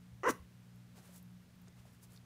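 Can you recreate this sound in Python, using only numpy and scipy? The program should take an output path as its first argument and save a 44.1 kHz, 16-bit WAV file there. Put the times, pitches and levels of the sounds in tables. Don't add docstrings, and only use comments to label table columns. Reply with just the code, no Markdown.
import sys
import numpy as np
from scipy import signal
from scipy.fft import rfft, irfft, next_fast_len
from scipy.io import wavfile
from scipy.ndimage import map_coordinates

SR = 44100
rng = np.random.default_rng(int(sys.argv[2]) if len(sys.argv) > 2 else 0)


def output_pcm(signal):
    pcm = np.clip(np.atleast_2d(signal).T, -1, 1) * 32767
    wavfile.write(sys.argv[1], SR, np.round(pcm).astype(np.int16))


N = 99225


def amp(db):
    return 10 ** (np.asarray(db) / 20)


def unit(x):
    return x / np.sqrt(np.mean(x ** 2) + 1e-20)


def clock():
    return np.arange(N) / SR


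def along(points, hz):
    freqs, values = np.transpose(points)
    return np.interp(np.log(hz + 1), np.log(freqs + 1), values)


def wobble(rate):
    return map_coordinates(rng.standard_normal(int(N * rate / SR) + 4), [clock() * rate])


def filtered(x, response):
    size = next_fast_len(N + SR // 2)
    return irfft(rfft(x, size) * response(np.fft.rfftfreq(size, 1 / SR)), size)[:N]


def noise(colour):
    return unit(filtered(rng.standard_normal(N), lambda hz: amp(along(colour, hz))))


def band(centre_hz, octaves):
    bell = lambda hz: np.exp(-.5 * (np.log2((hz + 1) / centre_hz) / octaves) ** 2)
    return unit(filtered(rng.standard_normal(N), bell))


def ring(colour, size=2048):
    cepstrum = irfft(np.log(amp(along(colour, np.fft.rfftfreq(size, 1 / SR)))))
    cepstrum[1:size // 2] *= 2
    cepstrum[size // 2 + 1:] = 0
    impulse = irfft(np.exp(rfft(cepstrum)))
    return impulse / np.linalg.norm(impulse)


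def room_tone():
    # time_s, second_harmonic_db, third_harmonic_db
    hum_swells = [(0.0, -63, -61.5), (0.21, -57.5, -63), (0.25, -76, -65), (0.3, -53.5, -55.5),
                  (0.41, -68, -61.5), (0.8, -56.5, -63), (1.06, -68.5, -61.5), (1.36, -59, -58),
                  (1.5, -69, -68.5), (1.62, -72, -59.5), (1.66, -61, -61.5), (1.74, -69, -67.5),
                  (1.77, -59.5, -61.5), (1.98, -65.5, -66.5), (2.21, -59.5, -61.5), (2.25, -63, -64)]
    # freq_hz, gain_db
    rumble_colour = [(20, -40), (40, -16), (65, -2.5), (110, -1), (200, -5.5), (280, -14.5), (450, -36.5),
                     (1000, -84.5)]
    floor_colour = [(100, -0.5), (300, 0.5), (500, 0), (800, -4), (1500, -4), (3000, -8), (6000, -12),
                    (10000, -15.5), (15000, -17.5)]
    mains_hz, fourth_db, waver_db = 60, -74.5, 0.68
    t, hum = clock(), np.zeros(N)
    times, second_db, third_db = np.transpose(hum_swells)
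    for k, db in [(2, np.interp(t, times, second_db)), (3, np.interp(t, times, third_db)), (4, fourth_db)]:
        peak = np.sqrt(2) * amp(db + waver_db * wobble(14))
        phase = 2 * np.pi * k * mains_hz * t + 0.22 * wobble(7.94)
        hum += peak * np.sin(phase + 2 * np.pi * rng.random())
    return hum + amp(-66) * noise(rumble_colour) + amp(-70) * noise(floor_colour)


def room_tail(x, delay_s=.004):
    # freq_hz, t60_s
    decay_times = [(150, 0.25), (500, 0.23), (900, 0.2), (1130, 0.28), (1400, 0.21), (3000, 0.35),
                   (7000, 0.17), (9500, 0.22), (11300, 0.4), (13000, 0.16), (15000, 0.22)]
    hz, t, spectra = signal.stft(rng.standard_normal(SR // 2), SR, nperseg=256)
    decay = amp(-60 * t / along(decay_times, hz)[:, None])
    tail = signal.istft(spectra * decay, SR, nperseg=256)[1]
    delayed = np.pad(x, (round(delay_s * SR), 0))
    return signal.fftconvolve(delayed, tail / np.linalg.norm(tail))[:N]


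def rug_rustle(snaps_per_s=1100, hair_share=0.42):
    # centre_s, half_length_s, level_db, fizz_over_rub_db
    brushes = [(0.981, 0.018, -62, -5.5), (1.058, .028, -67.5, 0), (1.107, .018, -74, -9),
               (1.159, 0.024, -69, 8), (1.678, 0.0069, -68.5, -18), (1.794, 0.018, -69.5, -5),
               (1.875, 0.02, -71, -3.5), (1.94, 0.021, -83, 9), (2.038, 0.011, -71, 10.5),
               (2.137, .028, -71, 2.5)]
    # freq_hz, gain_db
    rub_colour = [(150, -3.5), (400, -1), (1500, -5.5), (3000, -10.5), (8000, -14), (15000, -33)]
    fizz_colour = [(1000, -22), (3000, -8), (6000, -0.5), (9000, 2), (15000, -1.5)]
    t, rub_level, fizz_level = clock(), np.zeros(N), np.zeros(N)
    for centre_s, half_s, db, fizz_db in brushes:
        swell = amp(db) * np.exp(-.5 * ((t - centre_s) / half_s) ** 2)
        rub_level += swell
        fizz_level += swell * amp(fizz_db)
    snaps = (rng.random(N) < snaps_per_s / SR) * rng.standard_normal(N)
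    hairs = unit(signal.fftconvolve(snaps, ring(fizz_colour))[:N])
    rub = noise(rub_colour)
    fizz = np.sqrt(1 - hair_share) * noise(fizz_colour) + np.sqrt(hair_share) * hairs
    return rub_level * rub + fizz_level * fizz


def ticks(t60_s=0.019):
    # start_s, level_db, centre_hz, width_octaves
    contacts = [(.759, -69, 11900, .25), (1.160, -57, 10000, .6), (1.192, -69, 12000, .2),
                (1.227, -58, 13200, 0.27), (1.555, -69, 14200, .2), (1.617, -62, 14100, 0.24),
                (1.682, -60.5, 5650, 0.5), (2.162, -57.5, 4300, 0.33), (2.175, -57.5, 4000, .35)]
    t, out = clock(), np.zeros(N)
    for start_s, db, hz, octaves in contacts:
        decay = amp(db - 60 * np.abs(t - start_s) / t60_s) * (t >= start_s)
        out += decay * band(hz, octaves)
    return out


def paws(fade_cycles=3.1, wander_rad=0.67):
    # start_s, level_db, pitch_hz
    falls = [(0.113, -54, 72), (.392, -50, 70), (.978, -58, 566), (1.09, -56, 542), (1.68, -58.5, 380),
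             (1.78, -60, 70.2), (1.853, -55, 645)]
    out = np.zeros(N)
    for start_s, db, hz in falls:
        cycles = np.maximum(clock() - start_s, 0) * hz
        envelope = amp(db) * (1 - np.exp(-2 * cycles)) * np.exp(-(cycles / fade_cycles) ** 2)
        out += envelope * np.sin(2 * np.pi * cycles + wander_rad * wobble(hz))
    return out


def muzzle_hiss():
    # time_s, level_db
    airflow = [(.235, -83), (.262, -62.5), (.283, -53), (0.292, -39.5), (0.301, -43), (0.309, -37),
               (0.314, -54), (.33, -62)]
    # freq_hz, gain_db
    air_colour = [(300, -16), (1500, -0.5), (3000, -6), (4800, -6.5), (5900, 5), (7200, -1), (8400, -5.5),
                  (9600, 1), (10500, -10), (11400, -4), (13500, -11), (15200, -5.5)]
    times, db = np.transpose(airflow)
    return amp(np.interp(clock(), times, db, left=-np.inf, right=-np.inf)) * noise(air_colour)


def bark():
    # time_s, pitch_hz, fundamental_db, overtones_db, rasp_db
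    contour = [(.234, 377.5, -50, -42.5, -44), (.243, 385.6, -46, -43.5, -41.5),
               (.251, 419.5, -45, -34.5, -43.5), (.258, 489, -33.5, -29, -37.5),
               (.268, 505.6, -29, -36, -35.5), (.277, 535.7, -27.5, -23.5, -33),
               (.285, 518.8, -30, -38.5, -31), (.295, 412.4, -37, -31, -32.5), (.3, 291.5, -25, -57.5, -39),
               (0.314, 251, -49.5, -49.5, -49.5)]
    # freq_hz, gain_db
    overtone_colour = [(500, -7), (760, -6), (900, -5), (1060, 1), (1250, 0.5), (1550, -8), (1980, -14),
                       (2350, -34.5), (2900, -34.5)]
    throat_colour = [(150, -24), (280, -7.5), (400, 1), (550, -3.5), (660, -6.5), (830, -13), (1080, 0.5),
                     (1350, -6), (1700, -8.5), (2020, -6), (2260, -20), (2850, -17.5), (3400, -34.5),
                     (4800, -36.5), (6000, -22), (7300, -34), (8500, -44), (15000, -66)]
    attack_s, release_s = 0.00155, 0.0024
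    jitter, shimmer = .02, .15
    flap_hz, flap_depth, creak_db = 178, 0.25, -18.5
    t = clock()
    times, pitch_hz, *levels_db = np.transpose(contour)
    attack = np.clip((t - times[0]) / attack_s + 1, 0, 1)
    gate = attack * np.exp(-np.maximum(t - times[-1], 0) / release_s)
    low_level, high_level, rasp_level = [gate * amp(np.interp(t, times, db)) for db in levels_db]
    hz = np.abs(np.interp(t, times, pitch_hz) * (1 + jitter * wobble(400)))
    phase = 2 * np.pi * np.cumsum(hz) / SR

    def partial(ratio):
        return (1 + shimmer * wobble(300)) * np.sin(ratio * phase + 2 * np.pi * rng.random())

    note = low_level * partial(0.96)
    note += high_level * sum(amp(along(overtone_colour, k * hz)) * partial(k) for k in range(2, 7))
    flap_phase = 2 * np.pi * np.cumsum(flap_hz * (1 + 0.168 * wobble(119.3))) / SR
    flap = 1 + flap_depth * np.cos(flap_phase)
    puffs = rng.standard_normal(N) * (1 + 0.91 * np.cos(phase))
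    rasp = rasp_level * unit(flap * puffs)
    for k in range(3):
        rasp[round((times[0] + k / flap_hz) * SR)] += amp(creak_db + 0.2 * k)
    return note + signal.fftconvolve(rasp, ring(throat_colour))[:N]


def scene():
    puppies = bark() + muzzle_hiss() + rug_rustle() + ticks() + paws()
    return (puppies + amp(-15) * room_tail(puppies) + room_tone())[None]


def record(dry, top_hz=15620):
    return filtered(dry[0], lambda hz: hz < top_hz)[None]


dry = scene()
out = record(dry)
output_pcm(out)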